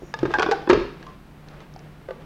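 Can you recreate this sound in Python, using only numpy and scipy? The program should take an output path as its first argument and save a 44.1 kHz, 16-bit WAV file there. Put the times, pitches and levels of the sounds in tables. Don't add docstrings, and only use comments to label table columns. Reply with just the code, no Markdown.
import sys
import numpy as np
from scipy import signal
from scipy.fft import rfft, irfft, next_fast_len
from scipy.io import wavfile
from scipy.ndimage import uniform_filter1d, map_coordinates

SR = 44100
rng = np.random.default_rng(int(sys.argv[2]) if len(sys.argv) > 2 else 0)


def store_wav(level_fs):
    pcm = np.round(np.clip(np.atleast_2d(level_fs), -1, 1) * 32767)
    wavfile.write(sys.argv[1], SR, pcm.T.astype(np.int16))


N = 99225


# t/s, level/dB, f/Hz, t60/s (t60 is the time to fade by 60 dB)
THUDS = [(.021, -23, 435, 0.015), (.031, -25.5, 361, 0.043), (0.2308, -5, 344, 0.052),
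         (0.2528, -10.5, 390, 0.041), (.306, -22, 422, 0.068), (0.3857, -10.5, 355, 0.032),
         (.398, -11, 429, 0.046), (.423, -18, 423.5, 0.068), (.441, -15.5, 421, 0.073),
         (0.463, -15.5, 336, .05), (.488, -11, 418.4, 0.066), (0.5127, -11, 455.5, 0.084),
         (.676, -14, 350, 0.052), (.697, 0, 362.5, 0.094), (0.7282, 0, 389, 0.047), (.746, -10, 437, 0.081),
         (0.775, -11, 356, 0.042), (.811, -18, 380.2, .12), (.848, -24, 363, 0.072)]
def base_thuds(rise_s=0.001, upper_db=-11.5, upper_ratio=1.42):
    out = np.zeros(N)
    attack = 1 - np.exp(-seconds(SR // 2) / rise_s)
    for start, db, hz, t60 in THUDS:
        boom = mode(hz, t60) + amp(upper_db) * mode(hz * upper_ratio, t60)
        add(out, start, amp(db) * attack * boom)
    return out


# f/Hz, level/dB, t60/s
JAR_MODES = [(540, -14.5, 0.042), (871, 1, 0.047), (1055, -3.5, 0.074), (1240, 1, 0.038), (1679, 0.5, .045),
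             (1915, -8, 0.054), (2710, -14.5, 0.053), (3730, -15, 0.05), (5340, -18.5, 0.013)]
# t/s, ring level/dB, crack level/dB, crack tilt/(dB per octave), pitch ratio
CLACKS = [(.2305, -23.5, -29.5, 0, 1.0), (0.2534, -20.5, -29.5, -4, .97), (0.259, -28, -27.5, -2.5, 1.0),
          (.306, -22, -40, -4, .98), (.315, -30, -38, 1.5, 1.0), (0.3384, -11, -20.5, 0, .96),
          (0.3856, -13.5, -21, -2.5, .92), (.395, -23, -14.5, 1, .92), (.399, -11.5, -43, -5, .9),
          (0.408, -13, -49.5, -2.5, .92), (.422, -11.5, -21, 2, .9), (0.429, -12.5, -13.5, -4.5, .9),
          (0.44, -25.5, -22, -6, .9), (.462, -14, -29.5, -1, .92), (0.487, -17.5, -44, 0.5, .9),
          (0.5121, -15.5, -16.5, 2.5, .92), (.519, -21.5, -17.5, -1, .9), (0.674, -20.5, -48.5, -3, .92),
          (.692, -22, -25.5, 4, 1.0), (.697, -6.5, -20, 3.5, 1.02), (.701, -11.5, -7.5, -4.5, 1.0),
          (.71, -13.5, -12, -6, 1.08), (.731, -18, -12.5, -3, 1.0)]
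def jar_clacks():
    out = np.zeros(N)
    for start, ring_db, crack_db, tilt, pitch in CLACKS:
        add(out, start, amp(ring_db) * ring(JAR_MODES, pitch) + amp(crack_db) * crack(tilt))
    return out


# t/s, length/s, f/Hz, level/dB, upper tone level/dB
JUDDERS = [(0.339, 0.021, 846, -21, -18.5), (.516, 0.021, 798, -16.5, -27)]
def jar_judders(upper_ratio=1.89, roughness=0.44, grit_db=-37, rise_s=0.0046):
    out, t = np.zeros(N), seconds()
    for start, length, hz, db, upper_db in JUDDERS:
        phase = 2 * np.pi * hz * t + roughness * wobble(300)
        squeak = amp(db) * np.sin(phase) + amp(upper_db) * np.sin(upper_ratio * phase)
        slips = np.maximum(np.sin(phase), 0) ** 2
        grit = amp(grit_db) * noise(CRACK_SPECTRUM) * slips
        envelope = np.minimum(t / rise_s, 1) * fade(t - length, t60=0.039)
        add(out, start, envelope * (squeak + grit))
    return out


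HOME_S = 0.69
def loose_rattle(count=20, spread_s=0.14):
    out = np.zeros(N)
    for delay in spread_s * (np.arange(count) + 2 + rng.random(count)) / count:
        strength = amp(-28.5 + 2 * rng.normal()) * fade(delay, t60=0.78)
        add(out, HOME_S + delay, strength * crack(tilt=-1.5))
    return out


# f/Hz, level/dB, t60/s
FREE_JAR_MODES = [(470, -11, 0.061), (894, -3, 0.054), (1219, -8.5, 0.075), (1697, -0.5, 0.052),
                  (2700, -21, 0.027), (3640, -13.5, 0.047), (4860, -8.5, 0.011), (5360, -9, 0.011),
                  (6500, -17.5, .015)]
# t/s, ring level/dB, crack level/dB
CLINKS = [(0.1398, -14, -26), (.189, -26.5, -32)]
def jar_clinks():
    out = np.zeros(N)
    for start, ring_db, crack_db in CLINKS:
        ringing = amp(ring_db) * ring(FREE_JAR_MODES, pitch=1, detune=0)
        add(out, start, ringing + amp(crack_db) * crack(tilt=2.5))
    return out


# t/s, rise/s, f/Hz, level/dB, t60/s
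SHUDDERS = [(0.189, 0.029, 131, -31, 0.51), (.3, .04, 55.5, -36, 0.41), (0.692, .005, 135.6, -24, 0.11),
            (.697, 0.0061, 266.8, -28, 0.54), (.7, 0.083, 44.4, -31.5, 0.42), (.71, 0.029, 65, -36.5, .35)]
def counter_shudders():
    out, t = np.zeros(N), seconds()
    for start, rise, hz, db, t60 in SHUDDERS:
        envelope = np.minimum(t / rise, 1) * fade(t - rise, t60)
        add(out, start, amp(db) * envelope * np.sin(2 * np.pi * hz * t))
    return out


# t/s, crack level/dB, f/Hz, ring level/dB, t60/s
TICKS = [(1.027, -37.5, 1650, -38.5, 0.027), (1.066, -38.5, 1046, -39, 0.32), (1.069, -50, 1147, -41, 0.17),
         (1.604, -38.5, 1180, -44, .03), (1.762, -55, 762, -31, 0.031)]
# f/Hz, level/dB, t60/s
LID_MODES = [(350, -11.5, 0.14), (508, 1, 0.057), (640, -6.5, 0.042), (863, -17.5, 0.099),
             (1138, -17, 0.18), (1460, -16, 0.079), (2020, -14, 0.013)]
# t/s, ring level/dB, crack level/dB, pitch ratio
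PATS = [(2.0866, -22, -38.5, 1.04), (2.107, -21.5, -30, 1.0)]
def lid_taps():
    out = np.zeros(N)
    for start, crack_db, hz, ring_db, t60 in TICKS:
        add(out, start, amp(crack_db) * crack() + amp(ring_db) * mode(hz, t60))
    for start, ring_db, crack_db, pitch in PATS:
        add(out, start, amp(ring_db) * ring(LID_MODES, pitch) + amp(crack_db) * crack(tilt=-4))
    return out


# t/s, level/dB, f/Hz
SNAPS = [(1.486, -39, 4650), (1.739, -42, 5500), (1.762, -43, 4740), (1.792, -40, 5500)]
def lid_snaps(width_octaves=0.19):
    out, t = np.zeros(N), seconds(SR // 16)
    for start, db, hz in SNAPS:
        white = rng.standard_normal(len(t))
        band = filtered(white, lambda f: bell_curve(np.log2((f + 1) / hz), width_octaves))
        snap = band * fade(t, t60=0.0067) * np.minimum(t / CONTACT_RISE_S, 1)
        add(out, start, amp(db) * snap / np.abs(snap).max())
        add(out, start, amp(db - 11) * crack(tilt=2))
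    return out


# f/Hz, level/dB
CLOTH_SPECTRUM = [(100, -44), (300, 7.5), (800, -0.5), (1600, -5.5), (3200, -14), (5200, -22.5),
                  (7500, -34), (16000, -55)]
# t/s, level/dB
RUB_LEVELS = [(0, -56), (.12, -52.5), (.2, -43.5), (.32, -37), (.55, -40), (.65, -45.5), (1.0, -51),
              (1.1, -47.5), (1.2, -63), (1.42, -56), (1.52, -49.5), (1.62, -50.5), (1.7, -57),
              (1.84, -51.5), (2.0, -56.5), (2.25, -52)]
def sleeve_rustle(flutter_db=1.9):
    level_db = np.interp(seconds(), *np.transpose(RUB_LEVELS))
    return noise(CLOTH_SPECTRUM) * amp(level_db + flutter_db * wobble(59.64))


# f/Hz, level/dB
SLIDE_SPECTRUM = [(300, -42), (4800, -25), (5700, 0), (6200, -11), (6800, -3), (7600, -26), (16000, -36)]
def jar_slide(peak_s=0.071, width_s=0.042):
    return noise(SLIDE_SPECTRUM) * amp(-63) * bell_curve(seconds() - peak_s, width_s)


# f/Hz, t60/s
ECHO_T60 = [(100, 0.41), (350, 0.43), (1000, 0.43), (3000, 0.54), (6000, 0.55), (12000, .2)]
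# f/Hz, level/dB
ECHO_SPECTRUM = [(80, 13), (350, -11.5), (800, -9.5), (2000, -8), (5000, -6), (8000, -18), (14000, -9)]
def kitchen_echo(x, paths=4, build_s=0.02):
    out = np.zeros(N)
    turn = (np.arange(N) // (SR // 40)) % paths
    for path in range(paths):
        hz, t, noise_bands = signal.stft(rng.standard_normal(SR), SR, nperseg=256)
        envelope = fade(t, along(ECHO_T60, hz)[:, None]) * (1 - np.exp(-t / build_s))
        band_size = np.sqrt(SR * np.mean(envelope ** 2, axis=1, keepdims=True))
        envelope *= amp(along(ECHO_SPECTRUM, hz))[:, None] / band_size
        _, echo = signal.istft(noise_bands * envelope, SR, nperseg=256)
        share = 1.0 * (turn == path)
        smooth_share = uniform_filter1d(uniform_filter1d(share, size=200), size=200)
        out += signal.fftconvolve(x * smooth_share, echo)[:N]
    return out


def appliance_hum(hz=147.9, level_db=-50.5):
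    loudness = amp(3.1 * wobble(8.42))
    phase = 2 * np.pi * hz * seconds() + 0.95 * wobble(12.32)
    return amp(level_db) * unit(loudness * np.sin(phase))


# f/Hz, level/dB
AIR_SPECTRUM = [(12, -38), (20, -1), (44, -2), (96, -8), (134, -10.5), (158, -3), (204, -5.5), (410, -18),
                (1330, -23), (2670, -29.5), (6910, -43), (14700, -45), (16000, -46)]
def room_air(level_db=-47):
    return amp(level_db) * noise(AIR_SPECTRUM)


# f/Hz, level/dB
CRACK_SPECTRUM = [(300, -18.5), (1200, 7.5), (2500, 4), (4000, 0.5), (5500, -4), (6800, -10), (8000, -22.5),
                  (11000, -33), (16000, -45)]
CONTACT_RISE_S = 0.00033
def crack(tilt=0, pivot_hz=3000):
    t = seconds(SR // 2)
    spectrum = [(hz, db + tilt * np.log2(hz / pivot_hz)) for hz, db in CRACK_SPECTRUM]
    burst = noise(spectrum, len(t)) * fade(t, t60=0.031) * np.minimum(t / CONTACT_RISE_S, 1)
    return burst / np.abs(burst).max()


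def ring(modes, pitch, detune=0.023, scatter_db=1.5):
    tones = 0
    for k, (hz, db, t60) in enumerate(modes):
        gain = amp(db + scatter_db * rng.normal()) * (-1) ** k
        tones += gain * mode(hz * pitch * (1 + detune * rng.normal()), t60)
    return tones / np.abs(tones).max()


def mode(hz, t60):
    t = seconds(SR // 2)
    return np.sin(2 * np.pi * hz * t) * fade(t, t60)


def fade(t, t60):
    return np.exp(-np.log(1000) * np.maximum(t, 0) / t60)


def bell_curve(x, width):
    return np.exp(-0.5 * (x / width) ** 2)


def noise(spectrum, size=N):
    return unit(filtered(rng.standard_normal(size), lambda hz: amp(along(spectrum, hz))))


def filtered(x, response):
    size = next_fast_len(len(x) + SR // 4)
    return irfft(rfft(x, size) * response(np.fft.rfftfreq(size, 1 / SR)), size)[:len(x)]


def wobble(rate):
    return map_coordinates(rng.standard_normal(4096), [seconds() * rate], mode="wrap")


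def along(points, hz):
    freqs, values = np.transpose(points)
    return np.interp(np.log(hz + 1), np.log(freqs + 1), values)


def amp(db):
    return 10 ** (np.asarray(db) / 20)


def unit(x):
    return x / np.sqrt(np.mean(x ** 2) + 1e-20)


def seconds(size=N):
    return np.arange(size) / SR


def add(out, start, x):
    i = max(0, round(start * SR))
    out[i:i + len(x)] += x[:max(0, N - i)]


# f/Hz, level/dB
MIC_RESPONSE = [(20, 0), (7000, 0), (9000, -1), (12000, -2), (16000, -3)]
def scene():
    thuds = base_thuds()
    jar = jar_clacks() + jar_judders() + loose_rattle()
    clinks, lid = jar_clinks(), lid_taps()
    home_boost = amp(4 * (seconds() > HOME_S))
    into_room = amp(-4.5) * thuds + amp(-3) * home_boost * jar + amp(-5.5) * clinks + amp(-3) * lid
    sound = thuds + jar + clinks + lid + kitchen_echo(into_room)
    sound += counter_shudders() + sleeve_rustle() + jar_slide() + lid_snaps()
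    softened = filtered(sound, lambda hz: amp(along(MIC_RESPONSE, hz)))
    return (softened + appliance_hum() + room_air())[None]


PEAK_LIMIT, TOP_HZ = 0.66, 15850
def record(dry):
    rounded = dry[0] / (1 + np.abs(dry[0] / PEAK_LIMIT) ** 6) ** (1 / 6)
    return filtered(rounded, lambda hz: hz < TOP_HZ)[None]


dry = scene()
out = record(dry)
store_wav(out)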